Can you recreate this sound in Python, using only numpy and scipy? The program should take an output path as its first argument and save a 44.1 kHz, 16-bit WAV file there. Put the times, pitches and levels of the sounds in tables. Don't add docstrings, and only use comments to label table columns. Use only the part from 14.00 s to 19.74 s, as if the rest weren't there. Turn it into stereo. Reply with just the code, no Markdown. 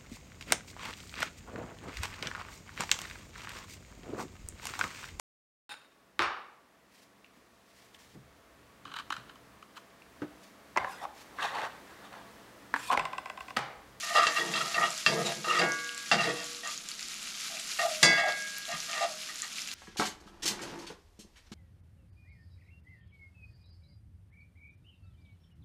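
import sys
import numpy as np
from scipy import signal
from scipy.fft import rfft, irfft
from scipy.io import wavfile
from scipy.ndimage import uniform_filter1d, map_coordinates

SR = 44100
rng = np.random.default_rng(int(sys.argv[2]) if len(sys.argv) > 2 else 0)


def bounce(signal):
    frames = np.transpose(np.atleast_2d(signal))
    limited = np.clip(frames, -1, 1)
    pcm = np.round(limited * 32767).astype(np.int16)
    wavfile.write(sys.argv[1], SR, pcm)


N = 253134

# start_s, length_s, judder_db, scrape_db, whine_db, grit_db
STROKE_TABLE = [(0.025, 0.075, -53, -43.5, -42.5, -45), (0.102, 0.089, -39, -36, -39.5, -50),
                (0.148, 0.036, -28, -20.5, -29, -27.5), (0.188, 0.01, -32, -16, -27, -38),
                (0.214, 0.026, -38, -25.5, -30, -30), (0.242, 0.006, -43, -32, -38, -50),
                (0.292, 0.061, -51, -58, -37.5, -55), (0.352, 0.035, -51, -32.5, -35.5, -35.5),
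                (0.386, 0.009, -49, -34, -38, -42), (0.454, 0.11, -51, -48, -45, -44),
                (0.544, 0.039, -52, -34, -38.5, -33), (0.6, 0.017, -48, -27.5, -39, -34),
                (0.64, 0.13, -49, -42.5, -46, -51), (0.744, 0.015, -40, -32.5, -33, -50),
                (0.774, 0.0095, -34.5, -24.5, -30, -54), (0.8, 0.008, -36, -34, -29, -52),
                (0.812, 0.031, -36.5, -26, -32.5, -39.5), (0.843, 0.021, -52, -40, -41, -38),
                (1.162, 0.059, -38, -38.5, -44.5, -53), (1.24, 0.076, -40.5, -46, -50, -42),
                (1.439, .035, -49, -34, -50, -50), (1.475, 0.048, -52, -29, -37, -37.5),
                (1.526, 0.064, -49, -29.5, -31.5, -34.5), (1.594, 0.045, -32, -41, -35, -39),
                (2.112, .022, -26, -29, -40, -52), (2.175, 0.045, -36.5, -32, -34, -38.5),
                (2.229, 0.074, -41, -43, -35, -40), (2.338, 0.1, -51.5, -59, -48.5, -46.5),
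                (2.629, 0.031, -47.5, -52, -40, -44), (2.648, 0.043, -54, -41, -47, -44),
                (3.492, 0.091, -52, -58, -68, -67), (3.785, 0.029, -33.5, -37, -30, -49),
                (3.82, 0.038, -29.5, -37, -50, -40), (4.107, .055, -40, -43, -42, -42),
                (4.17, 0.037, -33.5, -38, -32, -36), (4.227, 0.069, -32.5, -43, -41, -45),
                (4.679, 0.048, -41.5, -48, -51, -47), (4.704, 0.043, -51, -47, -39, -41.5),
                (4.736, 0.015, -53.5, -35, -46, -54), (4.879, 0.04, -50, -43, -48, -45),
                (4.928, 0.066, -44.5, -39.5, -39.5, -43), (5.005, 0.045, -29.5, -35, -39.5, -41),
                (5.286, 0.012, -62, -45, -41.5, -44.5), (5.424, 0.014, -68, -44, -39, -43)]
# pitch_hz, width_hz, level_db
JUDDER_MODES = [(621, 18.7, 0.5), (687.3, 22, 1), (792.5, 29, -4)]
SCRAPE_MODES = [(1206, 39.3, 3), (1231, 29.5, 5.5), (1285, 29, -1), (1366, 95, -11.5)]
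WHINE_MODES = [(1833.5, 12.4, 7), (1912, 26, 4), (2030, 275, -7)]
GRIT_MODES = [(2715, 50, 6), (2820, 74, 3), (3280, 58, 2.5), (3790, 190, -6.5), (4100, 61, 0),
              (4775, 53, -7), (4950, 53, -3), (5400, 33, -10), (6230, 46, -8)]
# middle_s, length_s, pitch_hz, level_db
SQUEAK_TABLE = [(0.199, .013, 1240, -20), (0.237, 0.012, 2800, -33), (.374, 0.0087, 2760, -32),
                (.404, .022, 3340, -34), (0.417, 0.021, 1890, -30.5), (.782, .016, 1900, -32),
                (0.841, 0.021, 2900, -35), (1.265, 0.026, 3900, -34), (1.268, 0.03, 7250, -37.5),
                (1.514, 0.0097, 1230, -24.5), (1.508, 0.018, 2790, -28.5), (1.577, 0.028, 1235, -28.5),
                (1.59, 0.012, 2800, -31), (1.594, 0.012, 4740, -31), (2.197, .028, 2770, -30.5),
                (2.237, 0.012, 3930, -35.5), (3.849, 0.019, 690, -29), (4.24, 0.017, 792, -32),
                (4.26, 0.017, 730.5, -33)]
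# start_s, level_db
LIFT_TABLE = [(.9, -45), (3.91, -32.5), (4.31, -38), (5.1, -41)]
# middle_s, length_s, level_db
CRUNCH_TABLE = [(0.183, 0.017, -51), (0.39, .05, -48), (0.576, 0.028, -46), (1.136, 0.03, -37),
                (1.271, 0.027, -35), (1.563, 0.091, -45), (2.23, 0.038, -38.5), (2.3, 0.039, -40.5),
                (4.202, 0.033, -59), (4.925, 0.072, -41.5), (5.026, 0.071, -38.5), (5.402, 0.021, -49)]
# start_s, level_db, contact_brightness_hz, spoon_ring_db,
# skillet_ring_db, stove_thud_db, rim_nearness (0 floor to 1 rim), crack_db
KNOCK_TABLE = [(0.153, -28.5, 2440, 1, -29, -34, 0, 18), (.182, -21.5, 2180, 6.5, -19, -32, 0.13, 9.5),
               (.231, -30, 5000, 7, -37, -21, 0, 2), (0.2682, -19.5, 5200, 9.5, -25.5, -23, 0, 11),
               (.371, -28, 4000, 6, -40, -27, 0.4, 10), (0.538, -28, 7000, 10, -41, -10, .4, 2),
               (.744, -30, 3480, 10, -32, -16, 0.2, 9), (0.775, -43, 2160, -1, -24, -19, 0.1, 5),
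               (0.826, -35, 3200, 4, -32, -14, .1, 4), (1.0633, -21, 5750, 13, -17.5, -3, 0.9, 22),
               (1.444, -31.5, 2200, 5, -24, -10, 0.1, 3), (1.509, -38, 4000, -3, -26, -12, 0.1, -4),
               (1.594, -22, 4030, 2, -19, -32, 0.4, 1), (1.603, -37, 5000, 5, -28, -23, 0.4, 8),
               (1.614, -28, 2650, -14, -1.5, -25, 0.26, 9), (2.1147, -12.5, 2600, 3, -41, -6.5, 0.1, 4),
               (2.1306, -22, 4470, 3, -30, 1, 0.6, 13), (2.134, -28, 5000, 8, -21, -25, 0.3, 12),
               (2.188, -40, 4070, 0, -33, -7, 0, 0), (2.209, -29, 5000, 4, -36, -7, .2, 18),
               (2.2404, -30, 6000, 5, -32, -12, .2, 15), (2.276, -31.5, 484, -8, 0.5, -6, 0.07, -3),
               (2.383, -41, 3550, 8, -38, -1, 0.1, 2), (3.793, -31.5, 2200, 11.5, -22, -14, 0.3, -10),
               (4.0292, -8, 13300, -2.5, -12, -12, 1, 13), (4.18, -33, 4500, 9, -45, -20, .3, 4),
               (4.283, -26, 2980, -0.5, -27, -23, 0.5, 8), (4.73, -41.5, 600, -10, -17, 10.5, 0, -10),
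               (4.978, -30, 2590, 2, -26, -20, 0, -1)]
# pitch_hz, level_db (per Hz)
CLANK_SPECTRUM = [(300, -38), (700, -5.5), (1000, -17.5), (1500, -9), (2500, -13.5), (4700, -9.5),
                  (7200, -14), (10000, -18), (15000, -36)]
# pitch_hz, t60_s, level_db
SPOON_MODES = [(643, 0.16, -12.5), (1202, 0.11, -7), (1897, 0.054, -2.5), (2730, 0.074, 1),
               (3263, 0.11, -9.5), (3720, 0.11, -8), (4130, 0.087, -11), (4663, 0.069, -2.5),
               (4880, 0.2, -9.5), (5320, 0.15, -11.5), (6030, 0.13, -13), (7600, .18, -13.5)]
# pitch_hz, t60_s, rim_db (struck on the rim), floor_db (struck on the floor)
SKILLET_MODES = [(301, .8, -22, -10), (480, 1.0, -27, -4), (1147, 1.2, -28, -1), (1215, .3, -9, -20),
                 (1444, .95, -17, 1), (1639, 1.45, -3.5, -1), (2002, .68, -1, -13), (2075, .8, -9, -20),
                 (2198, 1.0, -4, -6), (2525, .4, -19, -25), (2636, .8, -13, -20), (2826, 1.0, -22, -11),
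                 (3310, .14, -6, -20), (3424, .72, -6.5, -20), (4049, .5, -15, -25), (4522, .39, -15, -25),
                 (4712, .48, -2.5, -13), (4787, .38, -5, -20), (4974, .28, -16, -25), (5076, .15, -4, -25),
                 (5383, .19, -11, -25), (5535, .4, -11, -28), (6182, .3, -6, -26), (6557, .35, -18, -30),
                 (6901, .16, -4, -28), (7052, .18, -9, -28), (7273, .27, -13, -30), (8484, .2, -18, -35),
                 (8569, .22, -9, -35), (9850, .15, -15, -40), (10060, .14, -13, -40)]
# time_s, sizzle_db
FRYING_CURVE = [(0.0, -43.5), (1.45, -43.5), (1.95, -47.5), (2.3, -47.5), (2.51, -47), (2.8, -48),
                (3.2, -46.5), (3.35, -44), (3.62, -45.5), (3.72, -41), (3.97, -42), (4.25, -48.5),
                (4.54, -46.5), (4.84, -44.5), (5.5, -46.5), (5.74, -44)]
# pitch_hz, level_db (per Hz)
SIZZLE_SPECTRUM = [(300, -18), (600, -21), (950, -12), (1300, -1), (1700, -4.5), (2400, 0.5), (3200, 0),
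                   (4200, 1.5), (7300, -0.5), (8200, -8.5), (10200, -6.5), (12500, -11), (14000, -17),
                   (15500, -40)]
# time_s, level_db
FLARE_CURVE = [(0, -70), (3.2, -66), (3.45, -54), (3.66, -52), (3.76, -48), (3.99, -45), (4.1, -70),
               (5.74, -75)]
# start_s, peak_db, starting_pitch_hz, decay_s (to 1/e)
SPIT_TABLE = [(.464, -27, 7540, .0008), (0.6605, -24, 4900, .0006), (0.753, -35, 4750, 0.00072),
              (.905, -19.5, 7600, 0.0007), (.978, -23, 7000, 0.00056), (1.266, -30, 4100, 0.00091),
              (1.322, -25, 1900, 0.00061), (1.7203, -18.5, 6100, 0.00071), (1.845, -23, 6400, 0.0007),
              (1.892, -20.5, 2800, .0013), (1.947, -23, 7200, .0005), (1.978, -21, 7340, 0.00074),
              (2.402, -25, 4700, 0.00062), (2.443, -24, 7000, 0.00056), (2.53, -26, 7360, 0.00044),
              (2.5477, -23.5, 4100, .0007), (2.675, -23, 6900, .001), (2.777, -21, 6530, 0.00074),
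              (2.888, -19, 7100, .0004), (2.916, -23.5, 4300, 0.0011), (2.994, -23.5, 4200, .0005),
              (3.009, -26, 7100, .0007), (3.028, -24, 4900, 0.00066), (3.085, -26, 7500, 0.00092),
              (3.135, -31, 2380, 0.0011), (3.229, -25, 7350, 0.00053), (3.273, -27.5, 2730, .0025),
              (3.3997, -23, 5400, 0.00035), (3.57, -25.5, 2430, .0013), (3.597, -21, 7700, 0.00055),
              (3.737, -25, 7400, .0007), (3.949, -23, 2600, .001), (4.323, -20, 4550, 0.00046),
              (4.423, -28, 5500, 0.00046), (4.583, -24, 12000, 0.0013), (4.6538, -23, 3770, 0.00029),
              (4.718, -21, 6040, 0.00062), (4.803, -20, 5900, 0.00068), (4.9138, -21, 6570, 0.00043),
              (4.931, -20, 2470, .0008), (4.973, -25, 5500, .0006), (5.094, -27, 9500, 0.00034),
              (5.183, -32, 5500, .0008), (5.234, -28, 2900, .0007), (5.358, -23.5, 7100, .0007),
              (5.4204, -15.5, 6800, .0007), (5.558, -29, 4400, 0.00045), (5.584, -24, 2580, 0.0014),
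              (5.6185, -21, 5270, 0.00032), (5.6751, -23, 6800, 0.00064), (5.687, -25.5, 2620, .0012),
              (5.715, -21, 4450, 0.00068)]
# start_s, length_s, boom_db, groan_db, rattle_db
SHOVE_TABLE = [(0.17, 0.11, -58.5, -50.5, -61), (0.376, 0.092, -54, -42.5, -43),
               (0.48, 0.024, -44, -47, -49), (0.544, 0.1, -50, -50, -47.5),
               (0.76, .08, -48.5, -47.5, -40.5), (1.077, 0.022, -42, -38, -40),
               (1.111, 0.032, -42, -35.5, -35.5), (1.153, 0.067, -40, -36, -49),
               (1.244, 0.041, -45.5, -45, -40), (1.359, 0.037, -47, -49, -69), (1.462, 0.14, -54, -41, -45),
               (1.588, 0.066, -41.5, -35, -37.5), (2.118, 0.044, -40, -38.5, -46),
               (2.24, 0.053, -44.5, -37.5, -40.5), (4.023, 0.041, -37, -33, -31),
               (4.268, 0.015, -59, -53, -63)]
# pitch_hz, width_hz, level_db
BOOM_MODES = [(81.5, 2.7, -11), (139.4, 6.7, 3), (168.6, 13.4, 1.5), (210, 20.5, 0.5), (242.4, 11, -7.5),
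              (281, 8.9, -9.5)]
GROAN_MODES = [(349.5, 24.5, -1.5), (442, 20.6, -2), (478.7, 23.5, 4), (520, 55, -6.5)]
RATTLE_MODES = [(601, 84, -3.5), (661, 65, 1), (887, 216, -1.5), (956, 303, -3.5)]
# pitch_hz, level_db (per Hz)
BACKGROUND_SPECTRUM = [(20, 0), (45, -4), (100, -20), (135, -3), (210, 5.5), (300, -0.5), (450, -7.5),
                       (800, -7.5), (1500, -6.5)]
# pitch_hz, likeness (0-1)
PORT_LIKENESS = [(100, 0.89), (1000, 0.51), (4000, 0.43), (8000, 0.77), (12000, 0.21), (15000, 0.17)]
# pitch_hz, t60_s
ROOM_DECAY = [(150, 0.29), (1000, 0.31), (4000, 0.21), (12000, 0.11)]
# pitch_hz, level_db
RIGHT_PORT_RESPONSE = [(9000, -2), (11000, -6), (12500, -8.5), (15000, -5)]

STROKE_ATTACK_S, STROKE_RELEASE_DB_PER_S = 0.01, 490
DRAG_DB = -70
SHOVE_ATTACK_S, SHOVE_RELEASE_DB_PER_S = 0.013, 175
TREMBLE_DB = -73.5
SPOON_HZ, SPOON_T60_S = 623, 0.38
SPITS_PER_S, SPIT_DB, SPIT_SPREAD_DB = 26, -35.5, 2.5
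SPIT_HZ, SPIT_SPREAD_OCTAVES, SPIT_DECAY_S = 5440, 0.596, 0.00092
CUTOFF_HZ = 15600


def from_db(db):
    return 10 ** (np.asarray(db) / 20)


def rms_one(x):
    return x / np.sqrt(np.mean(x ** 2) + 1e-20)


def in_time(rows):
    time_s, level = np.transpose(rows)
    return np.interp(np.arange(N) / SR, time_s, level)


def at_hz(points, hz):
    points = np.array(points)
    return np.interp(np.log(np.maximum(hz, 1)), np.log(points[:, 0]), points[:, 1])


def colour(x, spectrum):
    count = x.shape[-1]
    gain = from_db(at_hz(spectrum, np.fft.rfftfreq(count, 1 / SR)))
    return irfft(rfft(x) * gain, count)


def band(x, low_hz, high_hz, order=1):
    edges = [low_hz, min(high_hz, SR / 2 - 1000)]
    return signal.sosfilt(signal.butter(order, edges, "band", fs=SR, output="sos"), x + 1e-18)


def drift(knots_per_s):
    knots = rng.standard_normal(8192)
    return rms_one(np.interp(np.arange(N) / SR * knots_per_s, np.arange(len(knots)), knots))


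def grains(per_s, spread_db):
    sizes = from_db(spread_db * np.minimum(rng.exponential(1, N), 5))
    signs = rng.choice([-1, 1], N)
    return sizes * signs * (rng.random(N) < per_s / SR)


def resonate(x, modes):
    out = 0
    for k, (hz, width, db) in enumerate(modes):
        r = np.exp(-np.pi * width / SR)
        gain = (-1) ** k * from_db(db) * (1 - r * r) / 2
        feedback = [1, -2 * r * np.cos(2 * np.pi * hz / SR), r * r]
        out = out + signal.lfilter([gain, 0, -gain], feedback, x + 1e-18)
    return out


def even(x, size):
    return x / np.sqrt(np.maximum(uniform_filter1d(x * x, size), 0) + 1e-20)


def add(out, start_s, sound):
    start = int(max(start_s, 0) * SR)
    out[start:start + len(sound)] += sound[:N - start]


def pushes(rows, attack_s, release_db_per_s, rest_db):
    t = np.arange(0, N, 16) / SR
    power = from_db(rest_db) ** 2
    for start, length, db in rows:
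        age = np.maximum(t - start, 0)
        fall_db = release_db_per_s * np.maximum(age - length, 0)
        power = power + (np.minimum(age / attack_s, 1) * from_db(db - fall_db)) ** 2
    return np.interp(np.arange(N) / SR, t, np.sqrt(power))


def waver(x, share=0.008, changes_per_s=12):
    position = np.cumsum(1 + share * drift(changes_per_s))
    return map_coordinates(x, [position], order=1, mode="wrap")


def scrape(slips_per_s=520, spread_db=5.0, jerk_db=1.3, wobble_db=0.7, level_db=-1, rasp_db=-16):
    slips = grains(slips_per_s, spread_db)
    start, length, *levels = np.transpose(STROKE_TABLE)
    mode_sets = (JUDDER_MODES, SCRAPE_MODES, WHINE_MODES, GRIT_MODES)
    voices = [waver(resonate(slips, modes)) for modes in mode_sets]
    voices[-1] = voices[-1] + from_db(rasp_db) * colour(slips, CLANK_SPECTRUM)
    out = 0
    for db, voice in zip(levels, voices):
        gain = pushes(zip(start, length, db), STROKE_ATTACK_S, STROKE_RELEASE_DB_PER_S, DRAG_DB)
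        out = out + gain * even(voice, size=600)
    return from_db(level_db + jerk_db * drift(170) + wobble_db * drift(55)) * out


def chips(taps_per_s=240, spread_db=3.0, level_db=-4, rest_db=-80):
    start, length, *_, grit_db = np.transpose(STROKE_TABLE)
    taps = 0
    for hz in np.geomspace(900, 7200, 9):
        taps = taps + resonate(grains(taps_per_s, spread_db), [(hz, hz / 6, 0)]) / np.sqrt(hz)
    gain = pushes(zip(start, length, grit_db), STROKE_ATTACK_S, STROKE_RELEASE_DB_PER_S, rest_db)
    return from_db(level_db) * gain * rms_one(taps)


def squeaks(jitter=0.0141, shimmer_db=2.0, overtone_db=-21):
    out, t = np.zeros(N), np.arange(N) / SR
    clock = np.cumsum(1 + jitter * drift(300)) / SR
    grip = from_db(shimmer_db * drift(250))
    for middle, length, hz, db in SQUEAK_TABLE:
        near = np.abs(t - middle) < 2 * length
        phase = 2 * np.pi * hz * clock[near]
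        swell = from_db(db) * np.exp(-(2 * (t[near] - middle) / length) ** 2)
        out[near] += swell * np.sqrt(2) * (np.sin(phase) + from_db(overtone_db) * np.sin(2 * phase))
    return out * grip


def lifts(swell_s=0.004):
    out, t = np.zeros(N), np.arange(SR) / SR
    decay = np.exp(-np.log(1000) * t / SPOON_T60_S)
    hum = np.sin(2 * np.pi * SPOON_HZ * t) * (1 - np.exp(-t / swell_s)) * decay
    for start, db in LIFT_TABLE:
        add(out, start, from_db(db) * hum)
    return out


def crunches(cracks_per_s=1500, spread_db=3.5, low_hz=1800, high_hz=9000):
    t = np.arange(N) / SR
    pressure = 0
    for middle, length, db in CRUNCH_TABLE:
        pressure = pressure + from_db(db) * np.exp(-(2 * (t - middle) / length) ** 2)
    cracks = colour(grains(cracks_per_s, spread_db), CLANK_SPECTRUM)
    return pressure * even(band(cracks, low_hz, high_hz), size=1500)


def knocks(clank_s=0.017, clank_db=-8, tail_s=0.045, tail_db=-16, spoon_db=-1, grip_shift=0.0063,
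           mode_spread_db=2.0, thud_db=-8, count=70):
    out, t = np.zeros(N), np.arange(SR // 2) / SR
    click = signal.unit_impulse(len(t))
    crowded_hz = 600 + 11000 * (np.arange(count) + rng.random(count)) / count
    crowded = np.sin(2 * np.pi * crowded_hz[:, None] * t)
    thud = band(resonate(click, BOOM_MODES), 53, 670, order=2)
    thud = thud / np.abs(thud).max()
    mode_hz, t60, mode_db = np.transpose(SPOON_MODES)
    mode_decay = np.exp(-np.log(1000) * t / t60[:, None])
    for start, db, contact_hz, ring_db, _, stove_db, _, crack_db in KNOCK_TABLE:
        noise = rng.standard_normal(len(t))
        burst = rms_one(band(colour(noise, CLANK_SPECTRUM), 410, contact_hz))
        mixed_modes = rng.choice([-1, 1], count) @ crowded
        tail = rms_one(band(colour(mixed_modes, CLANK_SPECTRUM), 410, contact_hz))
        clank = burst * np.exp(-t / clank_s) + from_db(tail_db) * tail * np.exp(-t / tail_s)
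        crack = band(click, contact_hz / 5, contact_hz * 0.67, order=2)
        clank = clank + from_db(crack_db + 1.5) * crack / np.abs(crack).max()

        strength = from_db(mode_db + mode_spread_db * rng.standard_normal(len(mode_hz)))
        strength = strength / np.hypot(1, mode_hz / contact_hz)
        phase = 2 * np.pi * mode_hz[:, None] * (1 + grip_shift * rng.standard_normal()) * t
        spoon = (strength * rng.choice([-1, 1], len(mode_hz))) @ (np.sin(phase) * mode_decay)
        spoon = spoon / np.abs(spoon).max()

        blow = from_db(clank_db) * clank + from_db(spoon_db + ring_db) * spoon
        add(out, start, from_db(db) * (blow + from_db(thud_db + stove_db) * thud))
    return out


def skillet(level_db=2.5, twin_db=-13, split=0.00408):
    out, t = np.zeros(N), np.arange(3 * SR // 2) / SR
    hz, t60, rim_db, floor_db = np.transpose(SKILLET_MODES)
    phase = 2 * np.pi * hz[:, None] * t
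    beating = np.sin(phase) + from_db(twin_db) * np.cos(phase * (1 + split))
    modes = beating * np.exp(-np.log(1000) * t / t60[:, None])
    signs = (-1) ** np.arange(len(hz))
    for start, db, contact_hz, _, ring_db, _, rim, _ in KNOCK_TABLE:
        place_db = rim * rim_db + (1 - rim) * floor_db
        strength = from_db(db + ring_db + level_db + place_db) / np.hypot(1, (hz / contact_hz) ** 2)
        add(out, start, (strength * signs) @ modes)
    return out


def sizzle(bursts_per_s=300, spread_db=2.0, clump_db=3.5, hiss_db=-3.0, flutter_db=1.0, level_db=3.0):
    per_s = bursts_per_s * from_db(clump_db * drift(40))
    ticks = 0
    for hz in np.geomspace(1100, 13000, 11):
        ticks = ticks + band(grains(per_s, spread_db), hz / 1.186, hz * 1.195)
    crackle = kitchen(rms_one(colour(ticks, SIZZLE_SPECTRUM)), wet_db=-13.5)
    hiss = rms_one(colour(two_ports(*rng.standard_normal((2, N))), SIZZLE_SPECTRUM))
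    gain = from_db(in_time(FRYING_CURVE) + level_db + flutter_db * drift(18))
    return gain * (crackle + from_db(hiss_db) * hiss)


def flare(low_hz=4200, high_hz=12000):
    hiss = band(two_ports(*rng.standard_normal((2, N))), low_hz, high_hz, order=2)
    return from_db(in_time(FLARE_CURVE)) * rms_one(hiss)


def spits(rough=0.4, rise_per_s=25):
    out, t = np.zeros(N), np.arange(SR // 50) / SR
    events = list(SPIT_TABLE)
    for _ in range(int(SPITS_PER_S * N / SR)):
        a, b, c = rng.standard_normal(3)
        hz = min(SPIT_HZ * 2 ** (SPIT_SPREAD_OCTAVES * b), 12000)
        decay_s = SPIT_DECAY_S * 2 ** (0.5 * c)
        events.append((rng.random() * N / SR, SPIT_DB + SPIT_SPREAD_DB * a, hz, decay_s))
    puffs = rms_one(colour(rng.standard_normal((len(events), len(t))), SIZZLE_SPECTRUM))
    for (start, db, hz, decay_s), puff in zip(events, puffs):
        ring = np.sin(2 * np.pi * hz * t * (1 + rise_per_s * t / 2)) + rough * puff
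        snap = band(ring * np.exp(-t / decay_s), 1570, 11800, order=2)
        add(out, start, from_db(db) * snap / np.abs(snap).max())
    return out


def rumble(bumps_per_s=260, spread_db=2.5, grind_db=-11, level_db=-1):
    start, length, *levels = np.transpose(SHOVE_TABLE)
    contact = rms_one(grains(bumps_per_s, spread_db)) + from_db(grind_db) * rng.standard_normal(N)
    boom = band(resonate(contact, BOOM_MODES), 124, 540, order=2)
    groan = waver(resonate(contact, GROAN_MODES), share=0.02514)
    rattle = band(resonate(contact, RATTLE_MODES), 310, 2300, order=2)
    out = 0
    for db, voice in zip(levels, (boom, groan, rattle)):
        gain = pushes(zip(start, length, db), SHOVE_ATTACK_S, SHOVE_RELEASE_DB_PER_S, TREMBLE_DB)
        out = out + gain * even(voice, size=1500)
    return from_db(level_db) * out


def room_hum():
    noise = colour(two_ports(*rng.standard_normal((2, N))), BACKGROUND_SPECTRUM)
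    return rms_one(band(noise, 16, 1220, order=2))


def two_ports(mid, side):
    count = len(mid)
    alike = at_hz(PORT_LIKENESS, np.fft.rfftfreq(count, 1 / SR))
    shared = np.sqrt((1 + alike) / 2) * rfft(mid)
    opposed = np.sqrt((1 - alike) / 2) * rfft(side)
    return irfft(shared + opposed * [[1], [-1]], count)


def kitchen(x, wet_db, build_s=0.00068, width_db=9):
    t, tails = np.arange(SR // 2) / SR, 0
    edges = np.geomspace(80, 18000, 8)
    for low, high in zip(edges, edges[1:]):
        fade = from_db(-60 * t / at_hz(ROOM_DECAY, np.sqrt(low * high)))
        tails = tails + band(rng.standard_normal((2, len(t))), low, high, order=2) * fade
    tails = tails * (1 - np.exp(-t / build_s))
    tails = tails / np.sqrt(np.sum(tails[0] ** 2))
    echoes = two_ports(tails[0], from_db(width_db) * tails[1])
    return x + from_db(wet_db) * signal.fftconvolve(x[None], echoes, axes=1)[:, :N]


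def from_the_right(pair, pan_db=2.0, shadow_hz=3000, direct_share=0.92):
    left, right = pair
    late = signal.lfilter(*signal.butter(1, shadow_hz, fs=SR), left)
    shadowed = late + direct_share * (left - late)
    return np.array([from_db(-pan_db) * shadowed, from_db(pan_db) * colour(right, RIGHT_PORT_RESPONSE)])


def scene(background_db=-60.0):
    spoon = scrape() + chips() + squeaks() + lifts() + crunches()
    stirring = kitchen(spoon, wet_db=-7.5, width_db=-1.0)
    stirring = stirring + kitchen(knocks(), wet_db=-5.0, width_db=-2.5) + skillet()
    stirring = np.array([np.append(0, stirring[0, :-1]), stirring[1]])
    frying = sizzle() + flare() + kitchen(spits(), wet_db=-7, width_db=6)
    stove = kitchen(rumble(), wet_db=-9.5, width_db=-1.5)
    return from_the_right(stirring) + from_the_right(frying) + stove + from_db(background_db) * room_hum()


def record(dry):
    rounded = dry / (1 + (dry / 0.62) ** 4) ** 0.25
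    return signal.sosfilt(signal.ellip(12, 0.1, 90, CUTOFF_HZ, fs=SR, output="sos"), rounded)


dry = scene()
out = record(dry)
bounce(out)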